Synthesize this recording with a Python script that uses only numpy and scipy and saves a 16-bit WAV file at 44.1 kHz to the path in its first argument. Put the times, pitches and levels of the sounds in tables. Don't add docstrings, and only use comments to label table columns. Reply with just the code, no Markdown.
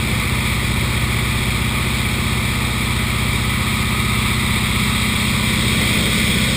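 import sys
import numpy as np
from scipy import signal
from scipy.fft import rfft, irfft, next_fast_len
from scipy.io import wavfile
from scipy.ndimage import uniform_filter1d, map_coordinates

SR = 44100
rng = np.random.default_rng(int(sys.argv[2]) if len(sys.argv) > 2 else 0)


def digitize_waveform(pressure):
    field = np.atleast_2d(pressure).T
    bounded = np.clip(field, -1, 1)
    quanta = np.round(bounded * 32767).astype(np.int16)
    wavfile.write(sys.argv[1], SR, quanta)


def invert_db(x):
    u = np.asarray(x, float) / 20
    return 10 ** u


N = 289296

# time in seconds, four-stroke cycles per second in Hz.
ENGINE_SPEED = [(0.0, 15.493), (1.0, 15.47), (3.4, 15.566), (4.6, 15.554), (5.2, 15.568), (5.8, 15.611),
                (6.56, 15.595)]


def curves(rows):
    seconds, *columns = np.transpose(rows)
    return [np.interp(np.arange(N) / SR, seconds, column) for column in columns]


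def wobble(rate):
    knots = rng.standard_normal(int(N * rate / SR) + 4)
    return map_coordinates(knots, [np.arange(N) * rate / SR])


def direction():
    # time in seconds, direction (held at 2 once past the window).
    camera_turn = [(0, 0), (2.8, 0.064), (3.6, 0.28), (4.7, 1.12), (5.1, 1.28), (5.6, 1.6), (6.56, 2.2)]
    return np.clip(curves(camera_turn)[0], 0, 2)


def facing(*ways):
    turn = direction()
    return sum(np.clip(1 - abs(turn - i), 0, 1) * way for i, way in enumerate(ways))


def drone(count=28):
    # puff strength in dB, lag on the way to the cabin in ms.
    cylinders = [(0.9, 0.1), (-9.8, -1.54), (-2.4, 1.95), (0.7, -1.32), (-7.6, -3.77), (-6.3, -0.1),
                 (-9.2, -5.7), (-0.3, -1.47), (2.9, -3.45)]
    puff_db, lag_ms = np.transpose(cylinders)
    rate = curves(ENGINE_SPEED)[0]
    cycle = np.cumsum(rate) / SR + .014
    firing = np.arange(9) / 9 + lag_ms / 1000 * rate.mean()
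    out = np.zeros(N)
    for k in range(2, count):
        hz = k * rate.mean()
        pulses = np.sum(invert_db(puff_db) * np.exp(-2j * np.pi * k * firing))
        if k % 4 == 0:
            pulses += invert_db(7) * np.exp(-hz / 2220 + 1j * k * .28)
        in_cabin = facing(*[cabin(hz, column=j) for j in (2, 3, 4)])
        size = -pulses * in_cabin
        unsteady = invert_db(.6 + .5 * wobble(3)) * np.exp(.08j * wobble(3))
        out += np.real(size * unsteady * np.exp(2j * np.pi * k * cycle))
    return out


def cabin(hz, column):
    # centre in Hz, width in Hz,
    # then the peak response in dB facing the seat, the panel and the window.
    modes = [(65.7, 30.8, -30.3, -30.3, -29.6), (97.3, 10.0, -28.5, -30.9, -70.0),
             (137.3, 23.2, -28.9, -28.7, -29.2), (114.7, 129.7, -34.4, -32.5, -30.7),
             (227.9, 10.0, -30.7, -28.4, -27.1), (316.9, 25.9, -42.6, -41.4, -41.9),
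             (360.1, 114.6, -28.0, -23.1, -20.2), (363.2, 104.0, -29.2, -23.8, -20.7)]
    response = 0
    for i, row in enumerate(modes):
        centre, width = row[:2]
        damping = 1j * hz * width
        response += (-1) ** i * invert_db(row[column]) * damping / (centre ** 2 - hz ** 2 + damping)
    return response


def whines():
    # multiple of the cycle (rounded to a whole number below),
    # level in dB facing the seat, level in dB at the loudest, direction of the loudest,
    # spread of direction, level in dB facing the window.
    aimed_whines = [(63, -45.5, -40.5, 1.5, 0.35, -58), (81.2, -44.5, -34.5, .6, 0.36, -51),
                    (82.5, -53, -38, 1.16, 0.31, -60)]
    # multiple of the cycle, level in dB.
    faint_whines = [(37, -54), (41, -52), (46, -53), (49, -55), (54, -53), (57, -52), (65, -51), (72, -52)]
    # level in dB facing the seat, the panel and the window.
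    hum_db = (-48.5, -57, -40)
    rate, turn = curves(ENGINE_SPEED)[0], direction()
    tones = [(517, facing(*hum_db))]
    tones += [(k * rate, db) for k, db in faint_whines]
    for k, seat_db, top_db, aim, spread, window_db in aimed_whines:
        near = np.exp(-((turn - aim) / spread) ** 2)
        away_db = np.where(turn < aim, seat_db, window_db)
        tones.append((round(k) * rate, near * top_db + (1 - near) * away_db))
    out = np.zeros(N)
    for hz, db in tones:
        loudness = np.sqrt(2) * invert_db(db + 1.5 * wobble(6))
        phase = 2 * np.pi * np.cumsum(hz + .8 * wobble(9)) / SR
        out += loudness * np.sin(phase)
    return out


def airflow():
    # time in seconds, rumble change in dB, hiss change in dB.
    swells = [(0, 3, 0), (2.4, 1, 0), (4.6, 0.9, -0.5), (5.2, 1, -0.5), (5.9, 3.5, 0.7), (6.56, 2.2, .6)]
    # frequency in Hz,
    # then level in dB per Hz facing the seat, the panel and the window.
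    rumble_colour = [(15, -68, -68, -68), (25, -61, -62, -61), (45, -57, -57.5, -57.5),
                     (70, -55, -55, -55.5), (120, -54, -53, -53), (160, -54, -52, -50.5),
                     (200, -57.5, -54.5, -52), (240, -61, -58.5, -57.5), (280, -66, -63.5, -57.5),
                     (370, -63.5, -62.5, -57.5), (500, -64.5, -66, -61), (620, -68, -70, -64.5),
                     (800, -72, -72, -76), (1200, -95, -95, -95)]
    # centre in Hz, width in Hz
    # (where the power is down to a quarter), then level in dB per Hz facing the seat, panel and window.
    case_modes = [(880, 205, -63, -65, -69), (983, 100, -67, -60, -63), (1181, 328, -57, -54, -58.5),
                  (1472, 120, -63, -74, -59), (1796, 155, -61.5, -67, -60), (2057, 340, -55.5, -52, -53),
                  (2326, 353, -52, -51, -49.5), (2698, 156, -63, -56.5, -60), (2950, 140, -67.5, -66, -67),
                  (3347, 410, -57, -55, -51.5), (3721, 230, -56.5, -52, -51.5), (4030, 460, -63, -58, -59),
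                  (4305, 420, -65.5, -67, -62), (4795, 610, -67, -64.5, -62.5),
                  (5263, 360, -69, -69.5, -62.5), (5690, 420, -81, -78, -77)]
    rumble_db, hiss_db = curves(swells)
    knots_hz, *ways_db = np.transpose(rumble_colour)

    def boom_gains(hz):
        return invert_db(np.array([np.interp(np.log(hz + 1), np.log(knots_hz), db) for db in ways_db]))

    def hiss_gains(hz):
        power = np.zeros((3, len(hz)))
        for centre, width, *levels_db in case_modes:
            peak = 1 / (1 + (2 * (hz - centre) / width) ** 2) ** 2
            power += invert_db(levels_db)[:, None] ** 2 * peak
        return np.sqrt(power)

    boom = rush(boom_gains, patchy_db=0.4)
    hiss = rush(hiss_gains, patchy_db=0.45)
    cycle = 2 * np.pi * np.cumsum(curves(ENGINE_SPEED)[0]) / SR
    throb_db = .2 * np.sin(cycle) + .25 * np.sin(4 * cycle)
    boom = invert_db(rumble_db + .5 * wobble(6)) * boom
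    hiss = invert_db(hiss_db + throb_db + .25 * wobble(9)) * hiss
    return boom + hiss


def rush(gains, patchy_db):
    z = signal.stft(rng.standard_normal(N), nperseg=512)[2]
    patches = uniform_filter1d(rng.standard_normal(z.shape), size=5, axis=0)
    patches = uniform_filter1d(patches, size=10, axis=1)
    noise = signal.istft(z * invert_db(patchy_db * patches / patches.std()), nperseg=512)[1][:N]
    m = next_fast_len(N + 8192)
    coloured = irfft(rfft(noise, m) * gains(np.fft.rfftfreq(m, 1 / SR)), m)[:, :N]
    return np.sqrt(SR / 2) * facing(*coloured)


def scene():
    return (drone() + whines() + airflow())[None]


def roll_off(x):
    return signal.sosfilt(signal.butter(12, 15800, fs=SR, output="sos"), x)


def record(dry):
    slow_hz, hold, top_hz = 12000, 4, 15340
    slow = signal.resample(dry, round(N * slow_hz / SR), axis=1)
    held = np.repeat(slow, hold, axis=1)
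    spectrum = rfft(signal.resample(held, N, axis=1))
    mix = irfft(spectrum * (np.fft.rfftfreq(N, 1 / SR) < top_hz), N)
    return roll_off(mix)


dry = scene()
out = record(dry)
digitize_waveform(out)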